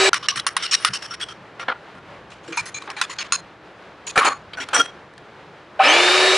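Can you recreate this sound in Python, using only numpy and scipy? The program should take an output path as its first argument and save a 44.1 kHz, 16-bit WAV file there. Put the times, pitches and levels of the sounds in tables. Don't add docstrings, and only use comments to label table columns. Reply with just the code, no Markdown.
import sys
import numpy as np
from scipy import signal
from scipy.fft import rfft, irfft, next_fast_len
from scipy.io import wavfile
from scipy.ndimage import uniform_filter1d, minimum_filter1d, map_coordinates

SR = 44100
rng = np.random.default_rng(int(sys.argv[2]) if len(sys.argv) > 2 else 0)


def gain_from_db(level_db):
    decades = np.asarray(level_db, float) / 20
    return 10 ** decades


def wav_record(signal):
    frames = np.transpose(np.atleast_2d(signal))
    bounded = np.clip(frames, -1, 1)
    quanta = np.round(bounded * 32767).astype(np.int16)
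    wavfile.write(sys.argv[1], SR, quanta)


N = 280917

# start_s, level_db, body_db, sheen_db, loss_at_each_cut_db
CUP_TOUCHES = [(0.132, -33, 0, -1, 2), (0.143, -29, 2.5, -1, 14), (0.227, -33.5, -2, -9.5, 20.5),
               (0.287, -26, -9, -7.5, 11), (0.359, -31.5, 6.5, 3.5, 25.5), (0.396, -41.5, 6, -5, 9),
               (0.468, -33, 8.5, 7.5, 14.5), (0.568, -25, -1.5, -6.5, 9.5), (0.625, -27, -7, -5.5, 10),
               (0.712, -28, -10, -1, 0), (0.724, -25, -6, 0, 0), (0.734, -21, -5, 0, 0),
               (0.75, -25, -5, 0, 12), (0.801, -39, -1, -3, 3), (0.849, -28, 5, -1.5, 13),
               (0.935, -33, 2, 6, 13), (1.023, -40.5, 1.5, 2, 8), (1.109, -42.5, 1, -2.5, -4),
               (1.139, -38, 3, -1, 20.5), (1.199, -41, 3, -3, 4), (1.213, -37.5, 3.5, 3, 13.5),
               (1.287, -45.5, 3, 3.5, 12.5)]
DISH_TOUCHES = [(2.303, -51, 0, -5, 7), (2.434, -58, -5, -2, 3), (2.478, -47, 3, -3, 8),
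                (2.523, -38, 1, -12, 11), (2.573, -37.5, 7, 3.5, 12), (2.656, -44, 3, 0.5, 9.6),
                (2.745, -40, 0.5, -2, 9.7), (2.82, -48, 1, -7, 2.5), (2.876, -48, 10, -20, 2),
                (2.901, -44.5, 9.5, -2, 10), (2.966, -41.5, 5.5, -8, 2.7), (3.016, -31, 2.5, -2, 13),
                (3.099, -38, 3, -0.5, 12), (3.186, -29, -3, -10, 9.1), (3.325, -33, 2, 6, 14.5),
                (4.069, -34.5, -7.5, 0.5, 12.6)]
BEATER_TOUCHES = [
    (4.158, -27.5, 8, -10.5, 2),
    (4.177, -18, 4.1, -17, 6.2),
    (4.248, -21, 5.7, -9, 9.8),
]
BOWL_TOUCHES = [(1.596, -36.5, 6, -15, 11.6), (1.683, -31.5, 11, -33, 15.6), (1.95, -52, 8, -12, 12),
                (4.534, -33, -5, -25, 41), (4.572, -45, 12, -5, 2), (4.602, -33, -2, -11, 11.2),
                (4.686, -44, 5, -17, 8), (4.732, -27, 6.5, -8, 2), (4.777, -28, 5.5, 1, 9.5)]
# pitch_hz, width_hz, level_db
CUP_RING = [(2970, 400, -1), (5540, 410, 2.5), (8600, 326, -13)]
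DISH_RING = [(2460, 370, -6), (4150, 290, -10), (6650, 300, -7)]
BEATER_RING = [(800, 48, -1.5), (2335, 150, -17.5)]
BOWL_RING = [(1400, 44, -2.5)]
# pitch_hz, level_db (per Hz)
CUP_COLOUR = [(180, -50), (350, -42), (850, -25), (1150, -7.5), (4800, -4), (7300, -12), (9800, -12),
              (12000, -31.5)]
DISH_COLOUR = [(180, -55), (350, -36), (720, -23), (1100, -3.5), (2360, -4), (6000, -7.5), (9500, -13.5),
               (12000, -30)]
BEATER_COLOUR = [(120, -48), (200, -15), (1310, 3), (3300, -26.5), (5340, -27.5), (10000, -26),
                 (12000, -57)]
BOWL_COLOUR = [(120, -66), (200, -28), (1410, -10), (3660, -28.5), (9070, -33.5), (12000, -48)]
# start_s, pitch_hz, level_db
CUP_NOTES = [(0.142, 1127, -33), (0.227, 1120, -40), (0.286, 5760, -29), (0.316, 1127, -40),
             (0.357, 9460, -42), (0.468, 1587, -38), (0.468, 9450, -33), (0.625, 1363, -37),
             (0.625, 5520, -35.5), (0.625, 8500, -42), (0.801, 9500, -49), (0.848, 2875, -36),
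             (0.933, 4900, -39), (0.286, 2870, -36), (0.625, 3100, -40), (0.567, 9500, -40),
             (0.933, 5500, -38), (0.712, 5550, -30), (0.712, 6760, -34), (0.712, 8300, -41),
             (0.73, 3980, -29), (0.738, 5600, -23.5), (0.738, 8400, -32.5), (0.848, 1370, -35.5),
             (0.847, 9460, -35), (1.022, 5300, -40), (1.109, 1366, -39), (1.109, 5540, -37.5),
             (1.213, 3300, -31), (1.213, 8470, -44), (1.286, 1350, -40.5), (1.286, 3180, -41)]
DISH_NOTES = [(2.876, 830, -40), (2.89, 1150, -41), (2.966, 850, -45), (2.966, 3900, -45),
              (2.966, 2300, -45), (3.097, 2000, -41), (3.097, 6900, -45), (3.186, 5200, -40),
              (3.186, 2300, -39), (4.068, 1000, -43), (2.82, 3900, -50), (2.573, 960, -36),
              (2.573, 2377, -25), (2.573, 6470, -41), (2.656, 6380, -46.5), (2.745, 2300, -39),
              (2.745, 4100, -43), (2.524, 2380, -40), (2.524, 6450, -48), (2.573, 4200, -42),
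              (2.966, 8700, -57), (2.573, 9100, -46), (2.66, 1850, -46), (2.743, 6650, -37),
              (2.901, 5430, -49), (3.097, 1042, -43.5), (3.185, 1508, -38.5), (3.186, 6500, -38),
              (3.186, 4400, -38), (3.016, 3500, -37), (3.324, 1128, -32), (3.324, 4170, -31),
              (3.324, 1400, -34), (3.323, 6610, -27), (3.324, 2620, -34), (3.323, 9180, -35.5),
              (3.324, 5190, -34), (4.068, 6750, -35.5), (4.602, 5620, -40), (2.656, 10000, -49)]
BEATER_NOTES = [(4.158, 2400, -36), (4.184, 1300, -27), (4.177, 6830, -34.5), (4.177, 10300, -37.5),
                (4.207, 1140, -28), (4.247, 1100, -25), (4.27, 1250, -26), (4.187, 1330, -24),
                (4.247, 800, -28), (4.158, 800, -32), (4.29, 1133, -27.5)]
BOWL_NOTES = [(1.683, 1420, -32), (1.683, 500, -40), (1.596, 520, -46), (4.73, 860, -33), (4.73, 500, -36),
              (4.777, 460, -36), (4.777, 680, -38), (4.535, 4500, -51), (1.596, 1390, -39),
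              (1.6, 5700, -50), (4.572, 1480, -36), (4.602, 6900, -52), (4.572, 5800, -50),
              (4.602, 3300, -43), (4.742, 8050, -36), (4.78, 5780, -34), (4.745, 1385, -23),
              (4.745, 3245, -31), (4.746, 5780, -22), (4.742, 7380, -35), (4.746, 8880, -31),
              (4.796, 1387, -17.5)]
# start_s, pitch_hz, level_db
LINGERING_NOTES = [(2.745, 2380, -36.5), (3.324, 4150, -32), (4.26, 4300, -29), (4.247, 6720, -31),
                   (4.772, 3250, -27), (4.796, 3260, -23), (4.776, 5790, -29), (4.78, 8880, -47),
                   (.625, 5530, -40), (.76, 3750, -42), (.76, 2870, -42)]
# start_s, peak_db, knock_hz, clink_hz, clink_db
BLOWS = [(0.131, 4, 1390, 4460, -14.5), (0.143, -9, 1140, 2760, 0), (0.285, -8, 1750, 5660, 0.5),
         (0.398, -17.5, 1930, 3370, 3.5), (0.466, -5, 1110, 3610, -6.5), (0.5663, -3, 1090, 2735, -7),
         (0.7405, -8, 1850, 4000, -2), (0.749, -11, 2800, 5600, 0), (1.143, -22, 1900, 5500, -4),
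         (0.848, 2, 1238, 2875, -5), (2.575, -10, 2335, 6530, -6.5), (2.822, -21, 1100, 3880, -12),
         (2.902, -20, 869, 2550, -1.5), (3.014, -3, 1400, 2616, -4), (3.322, -8, 1410, 2660, -1),
         (4.177, 0, 1270, 2790, -10), (4.534, -32, 1480, 3000, -8), (4.6875, -20, 1380, 3190, -4),
         (4.749, -3, 1390, 3300, -11.5), (4.764, 2, 1400, 3240, -16.5), (5.137, -34, 1750, 2850, -11),
         (5.179, -30, 1730, 3150, -7.5)]
# start_s, pitch_hz, peak_db
CHIMES = [(.131, 3090, -18), (.131, 5577, -20), (.131, 6040, -22), (.131, 2035, -22), (.142, 1906, -20),
          (.2857, 2864, -10), (.2857, 4124, -16), (.2857, 5512, -12), (.2857, 2186, -20),
          (.2857, 8204, -23), (.2857, 1227, -21), (.397, 3919, -25), (.466, 9410, -17), (.466, 1453, -20),
          (.466, 4264, -22), (.466, 4759, -23), (.466, 6800, -26), (.5663, 1906, -18), (.5663, 3790, -19),
          (.5663, 3305, -20), (.5663, 9528, -18), (.5663, 1464, -19), (.848, 5136, -19), (.848, 3564, -20),
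          (.848, 9421, -22), (1.684, 1389, -14), (1.684, 1023, -21), (1.684, 3165, -26), (1.684, 2239, -24),
          (2.574, 947, -15), (2.572, 1400, -23), (2.567, 10200, -36), (3.014, 1055, -18),
          (3.014, 1906, -17), (3.014, 3488, -19), (3.014, 3898, -22), (3.3224, 6740, -13),
          (3.3224, 4188, -15), (3.3224, 9227, -19), (3.3224, 1087, -18), (3.3224, 5308, -21),
          (4.177, 1755, -6), (4.177, 2358, -10), (4.177, 660, -4), (4.211, 1250, -12), (4.217, 1100, -14),
          (4.23, 1200, -13), (4.279, 1260, -10), (4.298, 1150, -20), (4.317, 1200, -22), (4.535, 3144, -31),
          (4.535, 3865, -35), (4.749, 5782, -18), (4.749, 8882, -21), (4.733, 1560, -18), (4.764, 883, -17),
          (4.764, 2250, -17), (.739, 4410, -14)]
# start_s, peak_db, pitch_hz, t60_s
THUDS = [(0.368, -30, 130, 0.13), (0.89, -31, 131, 0.15), (1.95, -33, 178, 0.11), (2.48, -31, 334, 0.2),
         (2.497, -30, 320, .13), (4.174, -16, 183, 0.033), (4.597, -30.5, 274, 0.13),
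         (4.776, -23, 285, 0.16), (4.735, -22, 520, .2), (2.6, -38, 110, .2), (2.88, -36, 400, .12)]
# start_s, peak_db, length_s
JOLT = (4.176, -26, .005)
# time_s, turns_per_s
SHAFT_SPEED = [(5.79, 58), (5.814, 125), (5.834, 160), (5.837, 250), (5.881, 267), (5.883, 306),
               (5.923, 314), (5.925, 330), (5.976, 348), (6.03, 359.5), (6.108, 368.3), (6.2, 372.5),
               (6.37, 379)]
# on_s, off_s, gear_noise_db, whine_db, octave_db, shaft_tone_db
MIXER_RUNS = [
    (-.01, .097, -16.5, -29, -36.5, -19.5),
    (5.789, 6.4, -17.2, -24.5, -50, -22.5),
]
# pitch_hz, width_hz, level_db
SHELL_RING = [(600, 50, -4), (748, 45, -4), (1250, 67, -1.5), (1750, 92, -1), (2335, 70, 0),
              (2880, 230, -5.5)]
# pitch_hz, level_db (per Hz)
GEAR_COLOUR = [(88, -70), (150, -47), (295, -10.5), (367, -10.5), (464, 0), (753, -0.5), (2040, -1.5),
               (2330, 1.5), (5000, -16.5), (6500, -42), (11000, -120)]
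HISS_COLOUR = [(2240, -40.5), (3800, -8), (4340, -10.5), (9160, -24.5), (11000, -31.5), (11900, -48),
               (15500, -65), (22000, -120)]
# pitch_hz, width_hz, lift_db
VENT = (5800, 2200, 22)
GRILLE = (2500, 2200, 18)
SIDE_TONES_DB = (-20, -14)
# pitch_hz, level_db, t60_s
SWITCH_JOLT = [
    (770, 1.5, 0.1),
    (1059, -11, 0.079),
    (1290, -11, 0.061),
]
# start_s, pitch_hz, level_db
SHELL_NOTES = [(5.792, 620, -25), (5.83, 2920, -22), (5.794, 1500, -32), (5.794, 2950, -37),
               (5.794, 3900, -43), (5.812, 1250, -29), (5.794, 2370, -32), (5.856, 5250, -30),
               (5.836, 1790, -24), (5.856, 600, -27), (5.884, 1245, -28)]
# pitch_hz, level_db (per Hz)
HUM_COLOUR = [(12, -50.5), (25, -30.5), (51, -11), (114, -2), (184, 1), (254, -5), (300, 0), (520, -1.5),
              (1560, -6), (4000, -19.5), (7500, -35), (12000, -46.5)]
# pitch_hz, likeness (0 to 1)
LIKENESS = [(60, 1), (170, 0.98), (490, 0.99), (1400, 0.98), (4010, 0.89), (11500, 0.57)]

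FULL_SPEED = 386.5
HISS_DB = -21.5
HISS_DB_PER_OCTAVE, TONE_DB_PER_OCTAVE = 11, 26.5
STRAIN_DB, STALL_DB = 32, 59
INRUSH_DB = 3
BLOW_T60, CHIME_T60 = 0.032, 0.04
BODY_SPARED, SHEEN_EXTRA = 0.14, 0.191
FIRST_CUT_S, SLICE_S, FADE_S = 0.094, 0.04417, 0.003

TIME = np.arange(N) / SR
SHORT_TIME = np.arange(SR // 5) / SR
CUTS_PASSED = uniform_filter1d(np.floor((TIME - FIRST_CUT_S) / SLICE_S), size=round(FADE_S * SR))


def unit(x):
    return x / np.sqrt(np.mean(x ** 2) + 1e-20)


def along(points, hz):
    f, v = np.transpose(points)
    return np.interp(np.log(hz + 1), np.log(f + 1), v)


def wobble(rate):
    knots = rng.standard_normal(int(N * rate / SR) + 4)
    return map_coordinates(knots, [TIME * rate])


def colour_gain(colour):
    return lambda hz: gain_from_db(along(colour, hz))


def resonant(colour, ring, ring_db):
    def gain(hz):
        power = gain_from_db(2 * along(colour, hz))
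        for centre, width, db in ring:
            power = power + gain_from_db(2 * (db + ring_db)) / (1 + (2 * (hz - centre) / width) ** 2) ** 2
        return np.sqrt(power)
    return gain


def rush(gain):
    m = next_fast_len(N + 8192)
    hz = np.fft.rfftfreq(m, 1 / SR)
    turn = np.arccos(np.clip(along(LIKENESS, hz), -1, 1)) / 2
    spectrum = rfft(rng.standard_normal((2, m))) * gain(hz)
    mid, side = irfft(spectrum * [np.cos(turn), np.sin(turn)], m)[:, :N]
    return unit(np.array([mid + side, mid - side]))


def patchy(x, depth_db):
    z = signal.stft(x, nperseg=512)[2]
    field = uniform_filter1d(rng.standard_normal(z.shape[1:]), size=4, axis=0)
    field = uniform_filter1d(field, size=8, axis=1)
    gain = unit(gain_from_db(depth_db * unit(field)))
    return signal.istft(z * gain, nperseg=512)[1][:, :N]


def damped(hz, db, t60, t):
    return gain_from_db(db - 60 * t / t60) * np.sin(2 * np.pi * hz * t)


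def add(track, s, sound):
    i = round(s * SR)
    track[..., i:i + sound.shape[-1]] += sound


def ageing(s, until, drift=0.39):
    i = round((s - FADE_S / 2) * SR)
    n = round((min(until - s, 5 * SLICE_S) + FADE_S) * SR)
    t = TIME[:n]
    cuts = np.clip(CUTS_PASSED[i:i + n] - CUTS_PASSED[i + round(2 * FADE_S * SR)], 0, None)
    window = np.sqrt(np.clip(np.minimum(t, t[-1] - t) / FADE_S, 0, 1))
    return window, cuts + drift * t / SLICE_S


def clatter(touches, colour, ring, ring_db, rattle_db):
    def over(hz, edge_hz):
        return 1 / np.sqrt(1 + (edge_hz / (hz + 1)) ** 12)
    m = next_fast_len(N)
    hz = np.fft.rfftfreq(m, 1 / SR)
    spectrum = rfft(patchy(rush(resonant(colour, ring, ring_db)), depth_db=2.5), m)
    bands = over(1930, hz), over(hz, 2390) * over(4090, hz), over(hz, 4650)
    pace = np.array([[1 - BODY_SPARED], [1], [1 + SHEEN_EXTRA]])
    levels = np.zeros((3, N))
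    ends = [touch[0] for touch in touches[1:]] + [7]
    for (s, db, body_db, sheen_db, loss_db), until in zip(touches, ends):
        window, age = ageing(s, until)
        band_db = db + np.array([[body_db], [0], [sheen_db]])
        add(levels, s - FADE_S / 2, window * gain_from_db(band_db - loss_db * pace * age))
    rattle = unit(gain_from_db(rattle_db * wobble(150)))
    return rattle * sum(level * unit(irfft(spectrum * band, m)[:, :N])
                        for level, band in zip(levels, bands))


def singing(notes, width_hz, steady, loss_db):
    track = np.zeros((2, N))
    all_knots = rng.standard_normal((len(notes), 4, 240))
    for (s, hz, db), knots in zip(notes, all_knots):
        window, age = ageing(s, 7, drift=0.3)
        t = TIME[:len(age)]
        a, b, c, d = (map_coordinates(k, [t * width_hz * (hz / 2500) ** 0.4 + 2]) for k in knots)
        apart = np.sqrt(np.clip(1 - along(LIKENESS, hz), 0, 1) / 2)
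        shake = steady + np.sqrt(1 - steady ** 2) * (a + 1j * b) * 0.73
        shake = shake + apart * (c + 1j * d) * np.array([[0.75], [-0.75]])
        tone = np.sqrt(2) * np.real(shake * np.exp(2j * np.pi * hz * t))
        add(track, s - FADE_S / 2, window * gain_from_db(db + 3.5 - loss_db * age) * tone)
    return track


def cup():
    return (clatter(CUP_TOUCHES, CUP_COLOUR, CUP_RING, ring_db=2, rattle_db=2.2)
            + singing(CUP_NOTES, width_hz=250, steady=0.3, loss_db=18.5))


def dish():
    return (clatter(DISH_TOUCHES, DISH_COLOUR, DISH_RING, ring_db=5.5, rattle_db=2.45)
            + singing(DISH_NOTES, width_hz=280, steady=0.3, loss_db=19.5))


def beaters():
    return (clatter(BEATER_TOUCHES, BEATER_COLOUR, BEATER_RING, ring_db=4, rattle_db=0.5)
            + singing(BEATER_NOTES, width_hz=169, steady=0.55, loss_db=14))


def bowl():
    return (clatter(BOWL_TOUCHES, BOWL_COLOUR, BOWL_RING, ring_db=0.5, rattle_db=1.5)
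            + singing(BOWL_NOTES, width_hz=105, steady=0.55, loss_db=18))


def lingering_notes():
    return singing(LINGERING_NOTES, width_hz=90, steady=0.7, loss_db=11)


def blows():
    track, t = np.zeros((2, N)), SHORT_TIME
    crack = rush(colour_gain(CUP_COLOUR))
    rise = (1 - np.exp(-t / 0.0002)) * (1 + 0.8 * np.exp(-t / 0.0012))
    for s, db, knock_hz, clink_hz, clink_db in BLOWS:
        knock = damped(knock_hz, -8, BLOW_T60, t)
        clink = damped(clink_hz, clink_db - 8.5, 0.96 * BLOW_T60, t)
        crack_fade = gain_from_db(clink_db - 8 - 60 * t / (0.82 * BLOW_T60))
        burst = crack_fade * crack[:, round(s * SR):][:, :len(t)]
        add(track, s, gain_from_db(db) * rise * (knock + clink + burst))
    for s, hz, db in CHIMES:
        add(track, s, rise * damped(hz, db, CHIME_T60, t))
    no_bass = signal.butter(4, 850, "high", fs=SR, output="sos")
    return signal.sosfilt(no_bass, track)


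def counter():
    track, t = np.zeros((2, N)), SHORT_TIME
    jolt_s, jolt_db, length_s = JOLT
    add(track, jolt_s, -gain_from_db(jolt_db) * np.sin(np.pi * np.clip(t / length_s, 0, 1)) ** 2)
    shuffle = unit(1.9 + wobble(120))
    for s, db, hz, t60 in THUDS:
        slab = damped(hz, db, t60, t)
        slab += damped(0.5 * hz, db - 14, t60, t)
        slab += damped(1.45 * hz, db - 3, t60, t)
        add(track, s, (1 - np.exp(-t / 0.0064)) * slab * shuffle[round(s * SR):][:len(t)])
    return track


def missing_speed():
    s, turns_per_s = np.transpose(SHAFT_SPEED)
    lack = np.log(np.clip(1 - turns_per_s / FULL_SPEED, 1e-3, 0.95))
    return np.exp(np.interp(TIME, s, lack)) * (TIME >= s[0])


def mixer_levels(missing):
    speed, octaves = FULL_SPEED * (1 - missing), np.log2(1 - missing)
    lift_db = sum(db / (1 + (2 * (20 * speed - hz) / width) ** 2) for hz, width, db in (VENT, GRILLE))
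    growth = gain_from_db([STRAIN_DB * missing - STALL_DB * missing ** 2,
                  HISS_DB_PER_OCTAVE * octaves,
                  TONE_DB_PER_OCTAVE * octaves,
                  INRUSH_DB * missing,
                  INRUSH_DB * missing + lift_db])
    levels = np.zeros((5, N))
    for on, off, gear_db, whine_db, octave_db, tone_db in MIXER_RUNS:
        running = np.clip(np.minimum(TIME - on, off - TIME) / 0.005, 0, 1) ** 2
        levels += running * growth * gain_from_db([[gear_db], [HISS_DB], [tone_db], [whine_db], [octave_db]])
    return np.vstack([levels, levels[[2, 4]] * gain_from_db(SIDE_TONES_DB)[:, None]])


def gear_noise(pulse):
    noise = patchy(rush(resonant(GEAR_COLOUR, SHELL_RING, ring_db=6.5)), depth_db=1)
    return unit(pulse * gain_from_db(wobble(90) + 0.4 * wobble(25)) * noise)


def air_hiss(pulse):
    return unit(pulse * patchy(rush(colour_gain(HISS_COLOUR)), depth_db=1.5))


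def shaft_tone(turns):
    slips = rng.standard_normal((2, 160)) * (np.arange(160) > 130)
    landing = gain_from_db(1.2 * slips[0]) * np.exp(1j * 0.9 * slips[1].cumsum())
    slip = np.interp(uniform_filter1d(CUTS_PASSED, size=500) + 3, np.arange(160), landing)
    return np.sqrt(2) * gain_from_db(1.4 * wobble(60)) * np.imag(slip * np.exp(2j * np.pi * turns))


def motor_line(turns, cycles_per_turn, waver_db):
    return np.sqrt(2) * gain_from_db(waver_db * wobble(40)) * np.sin(2 * np.pi * cycles_per_turn * turns)


def switch_jolt():
    track, t = np.zeros((2, N)), SHORT_TIME
    add(track, 5.797, (1 - np.exp(-t / 0.0056)) * sum(damped(*note, t) for note in SWITCH_JOLT))
    return track


def mixer():
    missing = missing_speed()
    speed = FULL_SPEED * (1 - missing)
    judder = 0.0021 + 0.04 * np.clip(1 - speed / 370, 0, 1) ** 2
    turns = np.cumsum(speed * (1 + judder * wobble(120))) / SR
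    pulse = unit(1 + 0.057 * np.cos(2 * np.pi * turns))
    gear, hiss, tone, *whines = mixer_levels(missing)
    kinds = (10, 2.2), (20, 1.5), (2, 3), (21, 4)
    lines = sum(level * motor_line(turns, *kind) for level, kind in zip(whines, kinds))
    glides = 1.0 * (np.gradient(speed) * SR < 6000)
    unbroken = uniform_filter1d(minimum_filter1d(glides, size=131), size=65)
    track = gear * gear_noise(pulse) + hiss * air_hiss(pulse)
    track = track + tone * shaft_tone(turns) + unbroken * lines
    return track + switch_jolt() + singing(SHELL_NOTES, width_hz=143, steady=0.27, loss_db=22)


def kitchen():
    def low(hz):
        return 1 / (1 + (hz / 220) ** 4)
    hum = colour_gain(HUM_COLOUR)
    rumble = unit(gain_from_db(2 * wobble(4)) * rush(lambda hz: hum(hz) * low(hz)))
    air = rush(lambda hz: hum(hz) * (1 - low(hz)))
    return gain_from_db(-44 + wobble(15)) * air + gain_from_db(-53.5) * rumble


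def scene():
    crockery = cup() + dish() + beaters() + bowl() + lingering_notes()
    return (crockery + blows() + counter() + mixer() + kitchen()) * gain_from_db([[0.15], [-0.15]])


def band_limit(x):
    return signal.sosfilt(signal.butter(12, 11900, fs=SR, output="sos"), x)


def record(dry):
    top = signal.butter(16, 11600, fs=SR, output="sos")
    mix = np.clip(signal.sosfilt(top, dry), -1, 1)
    return band_limit(mix)


dry = scene()
out = record(dry)
wav_record(out)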